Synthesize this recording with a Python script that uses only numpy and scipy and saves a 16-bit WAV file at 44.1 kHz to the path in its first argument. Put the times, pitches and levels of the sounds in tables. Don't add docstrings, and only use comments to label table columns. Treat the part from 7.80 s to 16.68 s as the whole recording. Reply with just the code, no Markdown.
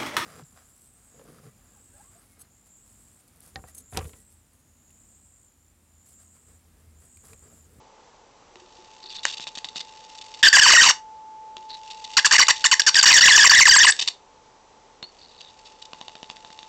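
import sys
import numpy as np
from scipy import signal
from scipy.fft import rfft, irfft
from scipy.io import wavfile

SR = 44100
rng = np.random.default_rng(int(sys.argv[2]) if len(sys.argv) > 2 else 0)


def generate_wav(sig):
    pcm = np.round(np.clip(np.atleast_2d(sig).T, -1, 1) * 32767).astype(np.int16)
    wavfile.write(sys.argv[1], SR, pcm)


N = 391608
T = np.arange(N) / SR
HOLD_HZ, KNEE_HZ = 1947, 1628.5


def undb(db):
    return 10 ** (np.asarray(db) / 20)


def curve(rows):
    return np.interp(T, *np.transpose(rows))


def add(track, start_s, sound):
    i = int(start_s * SR)
    track[i:i + len(sound)] += sound[:max(N - i, 0)]


def wander(n, hz):
    at = np.arange(n) * hz / SR
    knots = int(n * hz / SR) + 2
    return 1.2 * np.interp(at, np.arange(knots), rng.standard_normal(knots))


def gate(length_s):
    t = np.arange(max(int(length_s * SR), 2) + SR // 500) / SR
    return t, np.clip(np.minimum(t * 900, (t[-1] - t) * 500), 0, 1)


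def decay(t, t60_s):
    return np.exp(-np.log(1000) * t / t60_s)


def response(points, size=2048):
    hz, db = np.transpose(points)
    bin_hz = np.arange(size // 2 + 1) * SR / size
    log_gain = np.log(undb(np.interp(np.log(bin_hz + 1), np.log(hz), db)))
    cepstrum = irfft(log_gain)[:size // 2]
    cepstrum[1:] *= 2
    h = irfft(np.exp(rfft(cepstrum, size)))
    h = signal.sosfilt(signal.butter(8, 9000, fs=SR, output="sos"), h)
    return h / np.linalg.norm(h)


def through(x, h):
    return signal.oaconvolve(x, h)[:N]


def sparks(per_second, scatter_db):
    size = undb(scatter_db * np.minimum(rng.standard_normal(N), 2))
    clicks = (rng.random(N) < per_second / SR) * size
    clicks = clicks * rng.choice([-1, 1], N)
    return clicks / np.std(clicks)


def tone(tone_hz=873, drift_hz=.5, whine_hz=5900, whine_db=-75):
    # time in seconds, rms level in dB before the slight waver.
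    tone_level = [(0, -57), (.6, -73), (1.1, -54), (2.5, -49.5), (3.15, -44.5), (3.6, -42), (4.3, -43),
                  (4.9, -43), (6.35, -66), (6.6, -58.5), (7.55, -67), (7.8, -56), (8.88, -50.5)]
    phase = 2 * np.pi * np.cumsum(tone_hz + drift_hz * wander(N, 6.7)) / SR
    waver_db = .5 * wander(N, 10)
    note = undb(curve(tone_level) + waver_db) * np.sin(phase)
    whine = undb(whine_db) * np.sin(2 * np.pi * whine_hz * T)
    return np.sqrt(2) * (note + whine)


def hush(level_db=-55, waver_db=.5):
    # frequency in Hz, relative density in dB per Hz.
    hush_colour = [(15, -52.5), (25, -10.5), (141, -18), (290, -15.5), (351, -17), (387, -13), (492, -9.5),
                   (641, -15.5), (855, -8.5), (1560, -23), (7800, -27.5), (10100, -64), (17200, -120)]
    noise = through(rng.standard_normal(N), response(hush_colour))
    return noise * undb(level_db + waver_db * wander(N, 8.1))


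def snaps(trim_db=-3.5, fizz=.16, fizz_s=.0016, lag_s=.000997):
    # time in seconds, level in dB before trim.
    snap_rows = [(0.756, -26.5), (1.597, -18), (1.669, -15), (1.773, -14.5), (1.844, -12), (1.958, -13),
                 (3.767, -16.5), (7.227, -15.5), (8.132, -16.5), (8.212, -18), (8.281, -17), (8.353, -18),
                 (8.429, -17.5), (8.499, -16.5), (8.567, -24.5), (8.647, -23), (8.703, -23), (8.789, -21),
                 (8.829, -23.5)]
    # frequency in Hz, relative density in dB per Hz.
    snap_colour = [(40, -13), (200, 5.5), (500, 4), (1000, 6), (1800, -1), (3500, 11), (5000, -1),
                   (7400, -7), (9000, -36)]
    afterstrike_s, afterstrike_db = .013, -12.5
    out, t = np.zeros(N), np.arange(SR // 100) / SR
    for start_s, db in snap_rows:
        for delay_s, drop_db in ((0, 0), (afterstrike_s, afterstrike_db)):
            crack = fizz * rng.standard_normal(len(t)) * np.exp(-t / fizz_s)
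            crack[0] = 1
            add(out, start_s + lag_s + delay_s, undb(db + drop_db + trim_db) * crack)
    h = response(snap_colour)
    return through(out, h / np.abs(h).max())


def sizzle(top_db=-40.5, cooling_s=.015):
    # ignition in seconds, burning time in seconds,
    # level at ignition in dB before clumping, growth in dB per second.
    draw_rows = [(.756, 2.36, -58.5, 5.5), (3.77, 2.52, -59, 25.5), (7.226, 1.7, -62.5, 6)]
    # frequency in Hz, relative density in dB per Hz.
    sizzle_colour = [(100, -20.5), (1500, -14), (2800, -1), (4300, -1), (5500, -4), (7300, -7),
                     (9000, -12.5)]
    strength = np.zeros(N)
    for start_s, burn_s, db, db_per_s in draw_rows:
        age_s = np.maximum(T - start_s, 0)
        level = undb(np.minimum(db + db_per_s * age_s, top_db))
        fade = np.exp(-np.maximum(age_s - burn_s, 0) / cooling_s)
        strength += (T > start_s) * level * fade
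    clumps_db = 5.5 * np.minimum(wander(N, 260), 1.8) - 3
    return through(sparks(2000, 1.8) * strength * undb(clumps_db), response(sizzle_colour))


def rod(ring_hz=365, t60_s=.23):
    # time in seconds, initial amplitude in dB.
    touch_rows = [(0.759, -47.5), (.82, -47.5), (0.988, -48), (1.241, -50.5), (3.769, -51), (7.228, -51)]
    out, t = np.zeros(N), np.arange(SR // 2) / SR
    for start_s, db in touch_rows:
        add(out, start_s, undb(db) * np.sin(2 * np.pi * ring_hz * t) * decay(t, t60_s))
    return out


def frying(per_second=380, scatter_db=6.0, t60_s=.014, spread=.075):
    # start in seconds, length in seconds, first pitch in Hz,
    # last pitch in Hz, rms level in dB over the length.
    frying_rows = [(1.228, 0.17, 4240, 3780, -43), (3.894, 0.065, 4330, 4000, -40),
                   (7.385, 0.32, 4300, 3770, -53)]
    out, t = np.zeros(N), T[:SR // 50]
    for start_s, length_s, first_hz, last_hz, db in frying_rows:
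        when, chance = rng.random(SR // 100), rng.standard_normal((SR // 100, 2))
        ticks = np.zeros(N)
        for share, (size, detune) in zip(when[:int(per_second * length_s)], chance):
            hz = (first_hz + share * (last_hz - first_hz)) * (1 + spread * detune)
            tick = np.sin(2 * np.pi * hz * t) * decay(t, t60_s)
            add(ticks, start_s + share * length_s, undb(scatter_db * size) * tick)
        out += undb(db) * ticks * np.sqrt(length_s * SR / np.sum(ticks ** 2))
    return out


def sputters(flutter_db=3.5):
    # start in seconds, length in seconds, rms level in dB before colouring.
    sputter_rows = [ (1.302, 0.027, -42), (1.343, 0.026, -38), (1.431, 0.017, -35.5), (1.452, 0.063, -34),
                    (1.522, 0.024, -34.5), (1.57, .014, -35), (1.604, 0.041, -38), (1.673, 0.019, -35.5),
                    (1.752, 0.0082, -34.5), (1.78, 0.0074, -31.5), (1.844, 0.0097, -34),
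                    (1.886, 0.0099, -37), (1.955, 0.028, -33), (1.994, 0.0091, -36), (2.004, 0.0092, -29.5),
                    (2.382, .008, -38.5), (2.412, 0.014, -38.5), (2.539, .012, -38), (3.109, .009, -26),
                    (4.102, 0.02, -38), (4.241, 0.011, -34.5), (4.397, 0.001, -12), (4.472, 0.0053, -18.5),
                    (4.668, 0.0033, -19), (4.761, 0.022, -34.5), (5.018, 0.0014, -13.5),
                    (5.142, 0.0045, -11), (5.211, 0.0033, -14), (6.12, 0.005, -20), (6.19, 0.013, -19.5),
                    (6.211, 0.019, -21), (6.275, .013, -17.5), (7.607, 0.009, -40.5), (7.849, 0.029, -47.5),
                    (8.017, 0.01, -39), (8.052, 0.0055, -40.5)]
    # frequency in Hz, relative density in dB per Hz.
    sputter_colour = [(60, -23.5), (500, -20), (1000, -15), (1500, -19), (2700, -3.5), (3700, 3.5),
                      (4700, -1), (6000, -7), (7400, -9.5), (9000, -12.5)]
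    out = np.zeros(N)
    grain = sparks(5000, 1.3) * undb(flutter_db * np.minimum(wander(N, 300), 1))
    for start_s, length_s, db in sputter_rows:
        t, on = gate(length_s)
        spurt = on * grain[int(start_s * SR):][:len(t)]
        even = np.linalg.norm(on) / (np.linalg.norm(spurt) + 1e-9)
        add(out, start_s, undb(db) * spurt * even)
    return through(out, response(sputter_colour))


def restrike_rate(settle_s=.009, dive_s=.016):
    # time in seconds,
    # lowest rate in Hz, rebound rate in Hz, both before shortcuts.
    collapse_rows = [ (2.62, 1000, 1967), (2.705, 1000, 1635), (2.775, 711, 2193), (2.81, 990, 1708),
                     (2.869, 850, 1500), (2.914, 945, 2216), (2.944, 533, 2279), (2.974, 1376, 2104),
                     (3.04, 984, 1146), (3.08, 776, 2206), (3.112, 754, 1960), (4.384, 1056, 1733),
                     (4.47, 1097, 1776), (4.55, 717, 1888), (4.608, 856, 1899), (4.696, 797, 1900),
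                     (4.855, 1092, 1917), (4.931, 1018, 1897), (5.014, 1144, 1953), (5.096, 892, 1910),
                     (5.245, 803, 1849), (5.323, 774, 2370), (5.419, 1394, 1900), (5.495, 733, 2285),
                     (5.584, 890, 1967), (5.653, 817, 3140), (5.722, 756, 1966), (5.757, 1790, 2183),
                     (5.81, 902, 2985), (5.886, 801, 1983), (5.915, 1543, 2207), (5.967, 814, 2407),
                     (6.012, 1706, 1980), (6.053, 920, 2896), (6.118, 1010, 1900)]
    shortcuts_per_s, shortcut_hz, shortcut_s = 40, 330, .008
    hz, since_s = np.full(N, float(HOLD_HZ)), np.ones(N)
    for (start_s, _, rebound_hz), (end_s, lowest_hz, _) in zip(collapse_rows, collapse_rows[1:]):
        now = slice(int(start_s * SR), int(end_s * SR))
        since_s[now] = T[now] - start_s
        hold_hz = min(rebound_hz, HOLD_HZ)
        corners_hz = [hold_hz, min(hold_hz, KNEE_HZ), lowest_hz]
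        sag_hz = np.interp(T[now], [start_s, end_s - dive_s, end_s], corners_hz)
        hz[now] = sag_hz + (rebound_hz - hold_hz) * np.exp(-since_s[now] / settle_s)
    last_shortcut_s = np.maximum.accumulate(T * (rng.random(N) < shortcuts_per_s / SR))
    jump = np.exp(-(T - last_shortcut_s) / shortcut_s)
    return hz + shortcut_hz * (jump - jump.mean()), since_s


def ring(x):
    # centre in Hz, width in Hz, peak over the direct sound in dB.
    resonance_rows = [(536, 92, 7), (2963, 160, 4.5), (4650, 140, -5), (5642, 150, 5.5)]
    out = x
    for hz, width_hz, db in resonance_rows:
        b, a = signal.iirpeak(hz, hz / width_hz, fs=SR)
        out = out + undb(db) * signal.lfilter(b, a, x)
    return out


def squeals(waver=.2, jitter=.09, scatter_s=.00007, flutter_db=6, shape_db=5, hiss_db=1, first_db=2, count=14):
    # start in seconds, length in seconds, base roughness (0-1).
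    squeal_rows = [ (1.4522, .001, .7), (2.628, .06, 0.23), (2.728, 0.072, 0.21), (2.81, .058, .2),
                   (2.868, 0.075, 0.48), (2.945, 0.1, 0.23), (3.041, .071, 0.39), (4.368, 0.027, 0.24),
                   (4.446, 0.022, 0.25), (4.51, 0.008, 0.31), (4.521, 0.047, 0.42), (4.581, .055, .36),
                   (4.682, 0.032, 0.47), (4.841, .028, 0.22), (4.913, 0.029, 0.21), (4.995, .011, 0.21),
                   (5.064, .031, 0.27), (5.154, 0.047, 0.23), (5.227, .02, 0.3), (5.256, .066, .38),
                   (5.327, .071, 0.23), (5.408, 0.25, .19), (5.662, 0.016, 0.34), (5.694, 0.14, 0.16),
                   (5.854, 0.12, 0.14), (5.982, 0.073, 0.16), (6.066, 0.038, .27)]
    # time in seconds, gain in dB before the dip.
    drive_rows = [(2.63, -8.5), (3.1, -11), (4.37, -12), (5.2, -12), (5.4, -9.5), (6.1, -11)]
    # frequency in Hz, relative density in dB per Hz.
    squeal_colour = [(40, -39), (300, -17), (650, -18), (1050, -2.5), (1330, -6), (1900, -1), (2400, -0.5),
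                     (3600, -8.5), (4600, -1), (5700, -6.5), (7300, -5), (9000, -13.5)]
    dive_rough = .1
    dip_db, dip_s = -6.5, .0052
    out, stray = np.zeros(N), sparks(9000, 3.6)
    slow, fast, size, early, shape = (wander(N, hz) for hz in (220, 1500, 600, 2500, 160))
    k = np.arange(1, count + 1)[:, None]
    rate_hz, since_s = restrike_rate()
    for start_s, length_s, rough in squeal_rows:
        t, on = gate(length_s)
        now = int(start_s * SR) + np.arange(len(t))
        hz = rate_hz[now]
        rough = np.clip(rough + dive_rough * np.clip(2 - 2 * hz / KNEE_HZ, 0, 1), .05, .9)
        unsteady_hz = hz * (1 + rough * (waver * slow[now] + jitter * fast[now]))
        phase = 2 * np.pi * np.cumsum(unsteady_hz) / SR
        phase += 2 * np.pi * hz * scatter_s * rough * early[now]
        swing_db = shape_db * shape[(now + k * SR // 3) % N]
        weight = undb(np.where(k == 1, first_db + swing_db / 2, swing_db - 2.0))
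        harmonics = weight * np.cos(k * phase) * (k * hz < SR / 4)
        pulses = np.sum(harmonics, axis=0) * np.sqrt(4 * hz / SR)
        pulses = pulses * undb(flutter_db * rough * size[now]) * np.sqrt(1 - rough)
        gaps = rough * undb(hiss_db) * stray[now] * np.sqrt(hz / HOLD_HZ)
        add(out, start_s, on * (pulses + gaps))
    level_db = curve(drive_rows) + dip_db * np.exp(-since_s / dip_s)
    return through(ring(out * undb(level_db)), response(squeal_colour))


def whistles(waver=.014):
    # start in seconds, length in seconds, mean pitch in Hz, amplitude in dB.
    whistle_rows = [(5.654, 0.0047, 7310, -4.5), (5.809, 0.0064, 7350, -8.5), (5.883, 0.0079, 7470, -7.5),
                    (5.966, 0.013, 7580, -7.5), (6.052, 0.012, 8140, -11.5), (6.105, .007, 7840, -7),
                    (7.226, 0.024, 4316, -34.5), (7.246, 0.056, 4480, -52.5)]
    out, drift = np.zeros(N), wander(N, 400)
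    for start_s, length_s, hz, db in whistle_rows:
        t, on = gate(length_s)
        pitch_hz = hz * (1 + waver * drift[int(start_s * SR):][:len(t)])
        phase = 2 * np.pi * np.cumsum(pitch_hz) / SR
        add(out, start_s, undb(db) * on * np.sin(phase))
    return out


def bench(x, reflect=.31, lag_s=.00109):
    echo = np.interp(T - lag_s, T, x, left=0)
    return (x + reflect * echo) / np.hypot(1, reflect)


def room(x, t60_s=.19, wet_db=-15, gap_s=.0045):
    t = T[:SR // 2]
    tail = rng.standard_normal(len(t)) * decay(t, t60_s) * (t > gap_s)
    return x + undb(wet_db) * through(x, tail / np.linalg.norm(tail))


def scene():
    arc = snaps() + sizzle() + frying() + sputters() + squeals() + whistles()
    return (tone() + hush() + rod() + room(bench(arc)))[None]


def record(dry, limit=.42, ceiling=.71, rail=.67, band_hz=8100, top_hz=16000):
    power = signal.lfilter([1 / 130], [1, 1 / 130 - 1], dry ** 2)
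    held = dry / (1 + (power / limit ** 2) ** 2) ** (1 / 4)
    rounded = held / (1 + (held / ceiling) ** 6) ** (1 / 6)
    band = signal.firwin(81, band_hz, window=("kaiser", 7), fs=SR)
    narrow = signal.fftconvolve(rounded, band[None], mode="same")
    clipped = np.clip(narrow, -rail, rail)
    return signal.sosfilt(signal.ellip(8, .2, 70, top_hz, fs=SR, output="sos"), clipped)


dry = scene()
out = record(dry)
generate_wav(out)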